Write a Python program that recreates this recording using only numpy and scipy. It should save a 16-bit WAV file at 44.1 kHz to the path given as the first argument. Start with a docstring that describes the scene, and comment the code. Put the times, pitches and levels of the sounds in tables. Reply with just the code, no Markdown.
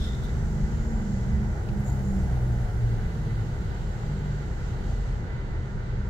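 """Rough idle from inside the car

In a car parked in a workshop, a six-cylinder petrol engine with one weak cylinder sinks from fast idle
to idle, stumbling and misfiring. Its orders sweep down through the cabin's booms over a lumpy shudder.
Beyond the bulkhead the engine bay whirs and the intake growls; air hisses behind the dash.
Close to the two-port microphone, a hand shifts its grip on a plastic tablet."""
import sys
import numpy as np
from scipy import signal
from scipy.fft import rfft, irfft, next_fast_len
from scipy.io import wavfile

SR = 44100
rng = np.random.default_rng(int(sys.argv[2]) if len(sys.argv) > 2 else 0)


def file_out(sig):
    """Save sig as 16-bit WAV at sys.argv[1]."""
    # one column per channel
    cols = np.atleast_2d(sig).T
    # limit, then scale
    lim = np.clip(cols, -1, 1)
    pcm = np.round(lim * 32767).astype(np.int16)
    wavfile.write(sys.argv[1], SR, pcm)


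N = 268877
TIME = np.arange(N) / SR
FFT_SIZE = next_fast_len(N, True)
FREQS = np.maximum(np.fft.rfftfreq(FFT_SIZE, 1 / SR), 1)

# stereo width of diffuse sound at the microphone: f/Hz, side minus mid/dB
STEREO_WIDTH = [(30, -27), (55, -25), (68, -16.5), (120, -20.5), (160, -5), (200, -13), (270, -6.5),
                (400, -13.5), (700, 3), (1100, -3.5), (2200, -2), (3000, -0.5), (15000, 0.5)]
# balance of the microphone's two ports: f/Hz, left minus right/dB
PORT_BALANCE = [(60, 0.5), (110, 0), (200, -2.5), (380, 1.5), (700, 1), (1000, -2), (1300, -1.5),
                (1750, -4), (2400, -1), (2800, 1.5), (4400, -4.5), (8120, 2.5), (15000, 5)]

# air behind the dash, before each band's trim: t/s, low band/dB, middle band/dB, top band/dB
HISS_LEVELS = [(0, -59, -59, -68.5), (1.4, -59, -60.5, -71), (2.1, -59, -62, -66),
               (3.85, -56.5, -62.5, -71.5), (4.4, -57.5, -63, -73), (4.95, -55.5, -60.5, -71.5),
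               (5.3, -59, -67.5, -78), (6.1, -57.5, -64.5, -79.5)]
# spectra of those three bands: f/Hz, relative level/dB
HISS_LOW_COLOUR = [(1500, -16.5), (2600, -1), (2980, 3), (3400, -0.5), (3900, 1), (4700, -2.5),
                   (5100, -11.5), (9000, -36)]
HISS_MID_COLOUR = [(2500, -36), (4400, -4.5), (5350, 0.5), (5800, 0.5), (6100, 1.5), (6300, 5.5),
                   (6550, -1.5), (7000, 2), (7350, 3.5), (7650, -3), (8100, -4.5), (8700, -18),
                   (11000, -44)]
HISS_TOP_COLOUR = [(5000, -14), (8700, -1), (10500, 0), (13000, -5), (16000, -2.5)]
# thin air whistles: peak t/s, half length/s, f/Hz, level/dB
AIR_WHISTLES = [(0.9, .3, 7250, -63.5), (0.88, 0.32, 6900, -64), (4.1, .65, 7330, -68)]
# scuffs and ticks of the hand on the tablet:
# peak t/s, rise/s, fade/s, level/dB, ring f/Hz, width/Hz, rub against ring/dB, left minus right/dB
HAND_SCUFFS = [(.045, 0.097, 0.053, -48, 3520, 590, -12, 5), (.04, 0.073, 0.044, -57.5, 5200, 396, -1, 13),
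               (.05, 0.058, 0.055, -50, 3600, 180, -43.5, -6), (.15, 0.015, 0.022, -57, 3600, 600, -9, 5),
               (.245, 0.037, 0.075, -53, 3640, 650, -8, 3), (0.242, .003, .007, -63.5, 12100, 3540, -16, 4),
               (1.69, 0.002, 0.0066, -48, 1750, 2400, -30, -9),
               (1.691, 0.002, .004, -56, 4900, 1300, -20, -1),
               (1.803, 0.0027, .008, -60, 11900, 1400, -13, 0),
               (1.872, 0.019, 0.052, -50.5, 7100, 750, -24, 4.5),
               (1.895, 0.044, .07, -63, 12100, 1400, -15, -2), (2.055, 0.008, 0.08, -58, 7000, 550, -28, 6),
               (2.188, 0.037, 0.035, -62, 7440, 550, -35.5, 2)]

# spectra of the drone and whirr from the engine bay: f/Hz, relative level/dB
BAY_DRONE_COLOUR = [(50, -18), (78, -2), (98, 2.5), (125, 2.5), (170, -7), (200, -6), (255, -19),
                    (400, -14.5), (480, -16.5), (570, -26), (1000, -35), (4000, -100)]
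WHIRR_COLOUR = [(200, -2), (400, 1.5), (620, 0.5), (900, 1), (1020, -5), (1300, -2), (1500, -2), (1750, -4),
                (2120, -5), (2300, -12), (2480, -17), (9000, -55)]
# resonances of bulkhead and dash, and of the intake, as heard in the cabin:
# f/Hz, width/Hz, relative level/dB, left minus right/dB, left phase lead/rad
BULKHEAD_MODES = [(940, 70, -4, -9, -1.4), (1086, 120, -4, -2, 3), (1215, 120, -5, 4.5, -2.5),
                  (1400, 108, -5.5, -4, 0.5), (1522, 200, 0.5, -3, 2), (1826, 150, -8.5, -10, 1.76),
                  (2000, 54, -4.5, -2.5, 2), (2290, 220, -8, 2, -3)]
INTAKE_RESONANCES = [(607, 133, 1, -8, -0.52), (723, 109, -1, 3, 0.37), (826, 105, 0.5, 3.5, -0.55)]
# rush of the intake, before its trim: t/s, level/dB
INTAKE_LEVELS = [(0, -53.5), (1.2, -52), (1.65, -49), (2.3, -50), (2.75, -51.5), (3.1, -53), (4.4, -53.5),
                 (4.9, -51), (5.3, -55), (6.1, -57)]
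# brief growls of the intake: peak t/s, half length/s, level/dB
INTAKE_GROWLS = [(1.61, 0.035, -48), (1.91, 0.063, -45.5), (2.3, 0.16, -49.5), (2.683, 0.14, -52)]

# the slowing crankshaft: t/s, speed/(turns per s)
CRANK_SPEED = [(0.0, 26.42), (0.5, 25.62), (1.0, 24.6), (1.5, 23.41), (2.0, 21.98), (2.5, 20.38),
               (3.0, 18.96), (3.5, 17.77), (4.0, 16.53), (4.5, 15.72), (5.0, 14.55), (5.5, 13.78),
               (6.1, 12.91)]
# strength of each cylinder in firing order: relative level/dB
CYLINDER_LEVELS = [-1, -3, -2, -16, -1.5, -3.5]
# the engine's hardest stumbles: t/s, added body shake/dB, added cabin throb/dB
ENGINE_STUMBLES = [(.44, -31, -42), (.64, -23.5, -38), (.81, -30, -33), (.97, -28, -46), (1.35, -42, -25),
                   (1.51, -30, -46), (1.92, -42, -30), (2.13, -31, -51), (2.65, -26.5, -43),
                   (2.84, -29, -39), (3.07, -36, -32), (3.36, -45, -34.5), (5.94, -39, -38)]
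# misfires: t/s, level change/dB
MISFIRE_DIPS = [(.17, -5), (1.24, -3.5), (1.58, -2.5), (2.01, -1.5), (2.71, -5), (3.13, -5), (3.49, -3.5),
                (3.99, -5.5), (4.42, -6), (5.31, -2), (5.7, -5.5), (5.859, -5)]
# spectra of the body's shake and the cabin air's throb: f/Hz, relative level/dB
BODY_SHAKE_COLOUR = [(8, -49), (17, -24), (23, -12), (32, -5), (46, -5.5), (54, -6), (70, -34.5),
                     (200, -140)]
CABIN_THROB_COLOUR = [(30, -59), (52, -7), (62, 2), (72, -3.5), (85, -20), (250, -140)]
# cabin resonances rung by the firings: f/Hz, width/Hz, relative level/dB
CABIN_MODES = [(43, 4.5, 1), (62, 7.3, 5.5), (113.6, 29, 0.5), (157.3, 13.4, -3), (199.9, 6.7, -1.5),
               (214.3, 31, -7.5), (334, 45, -12), (390, 100, -10)]
# engine orders that enter through the mounts and through the panels: cycles per turn, relative level/dB
ORDERS_VIA_MOUNTS = [(3, 0), (6, 0)]
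ORDERS_VIA_PANELS = [(5, -1.5), (8, -4), (9, 0), (11, -13), (12, -11), (15, -12)]
# body and panel modes that those orders cross: f/Hz, width/Hz, gain at the crossing/dB
BODY_RESONANCES = [(43.5, 4.9, -33), (63.9, 3.7, -26.5), (78.5, 16, -37.5), (108, 2.8, -31),
                   (116.1, 3.84, -22), (124.1, 8.6, -26.5), (131.6, 8.5, -31), (143, 3.9, -33),
                   (152.9, 6.4, -34.5)]
PANEL_RESONANCES = [(119.6, 7.8, -33), (127.4, 4.2, -35.5), (145.7, 8.3, -32), (169, 4.6, -37),
                    (181.9, 7, -41), (193.9, 8.3, -30.5), (203.1, 5.3, -33), (212.9, 4.76, -35),
                    (221.8, 7.6, -34.5), (243, 4.5, -36.5), (296, 15, -42.5), (322, 8, -36),
                    (343.5, 25, -38.5)]


def undb(db):
    """Decibels to gain."""
    return 10 ** (np.asarray(db) / 20)


def unit(x):
    """Scale to rms 1."""
    return x / np.sqrt(np.mean(x ** 2))


def curves(table):
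    """Each column of a time table, sample by sample."""
    times, *columns = np.transpose(table)
    return [np.interp(TIME, times, column) for column in columns]


def gains(points):
    """Gain at every frequency from points of f/Hz, level/dB."""
    hz, db = np.transpose(points)
    return undb(np.interp(np.log(FREQS), np.log(hz), db))


def resonance(hz, width):
    """Response of one damped mode, 1 at its centre."""
    return 1 / (1 + 1j * (FREQS / hz - hz / FREQS) * hz / width)


def filtered(x, response):
    """Filter by a frequency response; rms 1."""
    return unit(irfft(rfft(x, FFT_SIZE) * response)[..., :N])


def wander(rate_hz):
    """Random drift with a spread near 1."""
    return np.interp(TIME * rate_hz, np.arange(8192), rng.standard_normal(8192))


def swell(peak_s, half_s):
    """A smooth rise and fall around one moment, 1 at the top."""
    return np.exp(-((TIME - peak_s) / half_s) ** 2)


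def diffuse_noise(colour):
    """Coloured noise at the two ports: alike in the bass, less so in the treble."""
    width = gains(STEREO_WIDTH)
    mid, side = rfft(rng.standard_normal((2, FFT_SIZE)))
    ports = np.array([mid + width * side, mid - width * side]) / np.sqrt(1 + width ** 2)
    return unit(irfft(ports * gains(colour))[:, :N])


def dash_hiss(trims_db=(-1.1, 1.3, 3.5), flicker_db=1.1, whistle_width_hz=340):
    """Air hisses behind the dash in three bands, with thin whistles that come and go."""
    low_db, mid_db, top_db = [db + trim for db, trim in zip(curves(HISS_LEVELS), trims_db)]
    out = diffuse_noise(HISS_LOW_COLOUR) * undb(low_db + flicker_db * wander(9))
    out += diffuse_noise(HISS_MID_COLOUR) * undb(mid_db + flicker_db * wander(9))
    out += diffuse_noise(HISS_TOP_COLOUR) * undb(top_db)
    for peak_s, half_s, hz, db in AIR_WHISTLES:
        whistle = filtered(rng.standard_normal((2, N)), resonance(hz, whistle_width_hz) ** 2)
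        out += whistle * undb(db) * swell(peak_s, half_s)
    return out


def cabin_reflections(x, echo_db=-10, fade_s=0.02):
    """Nearby glass and trim return a short cluster of echoes that combs each port differently."""
    echoes = rng.standard_normal((2, 4096)) * np.exp(-TIME[:4096] / fade_s)
    echoes /= np.sqrt(np.sum(echoes ** 2, axis=1, keepdims=True))
    share = undb(echo_db) * FREQS ** 2 / (FREQS ** 2 + 500 ** 2)  # long waves fill the cabin evenly
    response = (1 + share * rfft(echoes, FFT_SIZE)) / np.sqrt(1 + share ** 2)
    return irfft(rfft(x, FFT_SIZE) * response)[:, :N]


def tablet_scuffs(grain_db=3):
    """Close to the microphone, skin sticks and slips on plastic; each gritty burst rings the case."""
    out = 0
    grit = rng.standard_normal((2, N)) * undb(grain_db * wander(600))
    rub = unit(np.abs(resonance(hz=4800, width=5700)) ** 2)
    for peak_s, rise_s, fade_s, db, hz, width, rub_db, pan_db in HAND_SCUFFS:
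        envelope = np.exp(np.minimum((TIME - peak_s) / rise_s, (peak_s - TIME) / fade_s).clip(-30))
        ring = unit(np.abs(resonance(hz, width)) ** 2)
        port_gains = undb(db + np.array([[pan_db], [-pan_db]]) / 2)
        out += filtered(grit, ring + undb(rub_db) * rub) * envelope * port_gains
    return out


def ringing(modes, flicker_db=1.0):
    """Noise in resonances that each flicker alone and reach the ports with their own balance and lag."""
    out = 0
    for hz, width, db, pan_db, lead in modes:
        left = undb(pan_db / 2) * np.exp(0.5j * lead)
        ports = resonance(hz, width) ** 2 * np.array([[left], [1 / left]])
        out += filtered(rng.standard_normal(N), ports) * undb(db + flicker_db * wander(12))
    return unit(out)


def intake_growls(hz=725, width_hz=130):
    """One resonance of the intake swells briefly into a growl."""
    ring = filtered(rng.standard_normal(N), resonance(hz, width_hz) ** 2)
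    return ring * sum(undb(db) * swell(peak_s, half_s) for peak_s, half_s, db in INTAKE_GROWLS)


def engine_bay(turns, octaves, whirr_db=-49, modes_db=-50.5, drone_db=-33, intake_trim_db=0.37):
    """Through the bulkhead: a drone follows speed and load; whirr and intake pulse with the firings."""
    intake_db, = curves(INTAKE_LEVELS)
    whirr = diffuse_noise(WHIRR_COLOUR) * undb(whirr_db) + ringing(BULKHEAD_MODES) * undb(modes_db)
    whirr *= undb(0.82 * wander(25))  # slight flicker
    rush = ringing(INTAKE_RESONANCES) * undb(intake_db + intake_trim_db)
    load_db = 0.35 * (intake_db - intake_db.mean())  # the drone follows part of the intake's swell
    drone = diffuse_noise(BAY_DRONE_COLOUR) * undb(drone_db + 0.5 * octaves + load_db)
    pulsing = 1 + 0.046 * np.cos(np.pi * len(CYLINDER_LEVELS) * turns)
    return drone + pulsing * (whirr + rush)


def rumble(colour, evenness=0.9, smoothing_hz=25):
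    """A narrow band of deep shaking, steadier than plain noise."""
    shake = diffuse_noise(colour)
    envelope = np.abs(signal.hilbert(shake.mean(axis=0), FFT_SIZE))
    envelope = filtered(envelope, np.exp(-(FREQS / smoothing_hz) ** 2))
    return unit(shake / np.maximum(envelope, 0.1) ** evenness)


def shudder(octaves, shake_db=-32.5, throb_db=-34.5, lumpy_db=1.7):
    """The body shakes on its mounts and the cabin's lowest air mode throbs, harder at each stumble."""
    shake_gain = undb(shake_db + 1.5 * octaves + lumpy_db * wander(14))
    throb_gain = undb(throb_db + 7 * octaves + lumpy_db * wander(12))
    for peak_s, added_shake_db, added_throb_db in ENGINE_STUMBLES:
        lurch = swell(peak_s, half_s=0.015)
        shake_gain += undb(added_shake_db) * lurch
        throb_gain += undb(added_throb_db) * lurch
    shaking = rumble(BODY_SHAKE_COLOUR) * shake_gain + rumble(CABIN_THROB_COLOUR) * throb_gain
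    return signal.sosfilt(signal.butter(4, 150, fs=SR, output="sos"), shaking)


def firings(turns, scatter_db=3, jitter_s=0.00057, dull_hz=450):
    """Three firings a turn, one cylinder in six weak, ring the cabin with dull thuds."""
    firing_count = np.floor(turns * len(CYLINDER_LEVELS) / 2)
    due = np.flatnonzero(np.diff(firing_count))
    jitter, scatter = rng.standard_normal((1024, 2))[:len(due)].T
    onsets = np.clip(due + (jitter_s * SR * jitter).astype(int), 0, N - 1)
    pulses = np.zeros(N)
    pulses[onsets] = undb(np.resize(CYLINDER_LEVELS, len(due)) + scatter_db * scatter)
    cabin = sum(undb(db) * resonance(hz, width) ** 2 for hz, width, db in CABIN_MODES)
    return filtered(pulses, cabin / (1 + (FREQS / dull_hz) ** 4))


def booms(turns, speed, octaves, orders, modes, floor_db=-50, waver_db=0.65, side_db=-16):
    """Each engine order booms around the microphone while its pitch crosses a mode."""
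    out = 0
    for order, db in orders:
        crossing = 0
        for k, (hz, width, peak_db) in enumerate(modes):
            detuning = 2 * (order * speed - hz) / width
            # neighbouring modes swing in opposite senses, so the hum breaks off between them
            crossing += (-1) ** k * undb(peak_db) * 0.5 ** (detuning ** 2)
        drive = undb(db + 3 * octaves + waver_db * wander(19))
        phase = 2 * np.pi * (order * turns + rng.random())
        phase += 0.1 * wander(14)  # the uneven burn makes the phase slip
        tone = np.sqrt(2) * (crossing + 1j * undb(floor_db)) * drive * np.exp(1j * phase)
        out += tone.imag + undb(side_db) * tone.real * np.array([[1], [-1]])
    return out


def misfires(half_s=0.034):
    """Gain of the engine's low sounds: a short dip at each misfire."""
    return undb(sum(db * swell(at_s, half_s) for at_s, db in MISFIRE_DIPS))


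def scene(thud_db=-42.5):
    """From inside the cabin: the engine slows, softens and falters over bay noise, hiss and handling."""
    speed, = curves(CRANK_SPEED)
    turns = np.cumsum(speed) / SR
    octaves = np.log2(speed / 20)  # doublings from 20 turns per s; its factors are dB per doubling
    thuds = firings(turns) * undb(thud_db) * (speed / speed.mean()) ** 0.3
    body_booms = booms(turns, speed, octaves, ORDERS_VIA_MOUNTS, BODY_RESONANCES)
    panel_booms = booms(turns, speed, octaves, ORDERS_VIA_PANELS, PANEL_RESONANCES)
    engine = (body_booms + panel_booms + thuds + shudder(octaves)) * misfires()
    background = engine_bay(turns, octaves) + cabin_reflections(dash_hiss())
    return background + tablet_scuffs() + intake_growls() + engine


def record(dry, top_hz=15750):
    """Each port of the microphone has its own colour; the top is cut steeply."""
    left = np.sqrt(gains(PORT_BALANCE))
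    ports = irfft(rfft(dry, FFT_SIZE) * np.array([left, 1 / left]))[:, :N]
    return signal.sosfilt(signal.ellip(10, 0.2, 80, top_hz, fs=SR, output="sos"), ports)


dry = scene()
out = record(dry)
file_out(out)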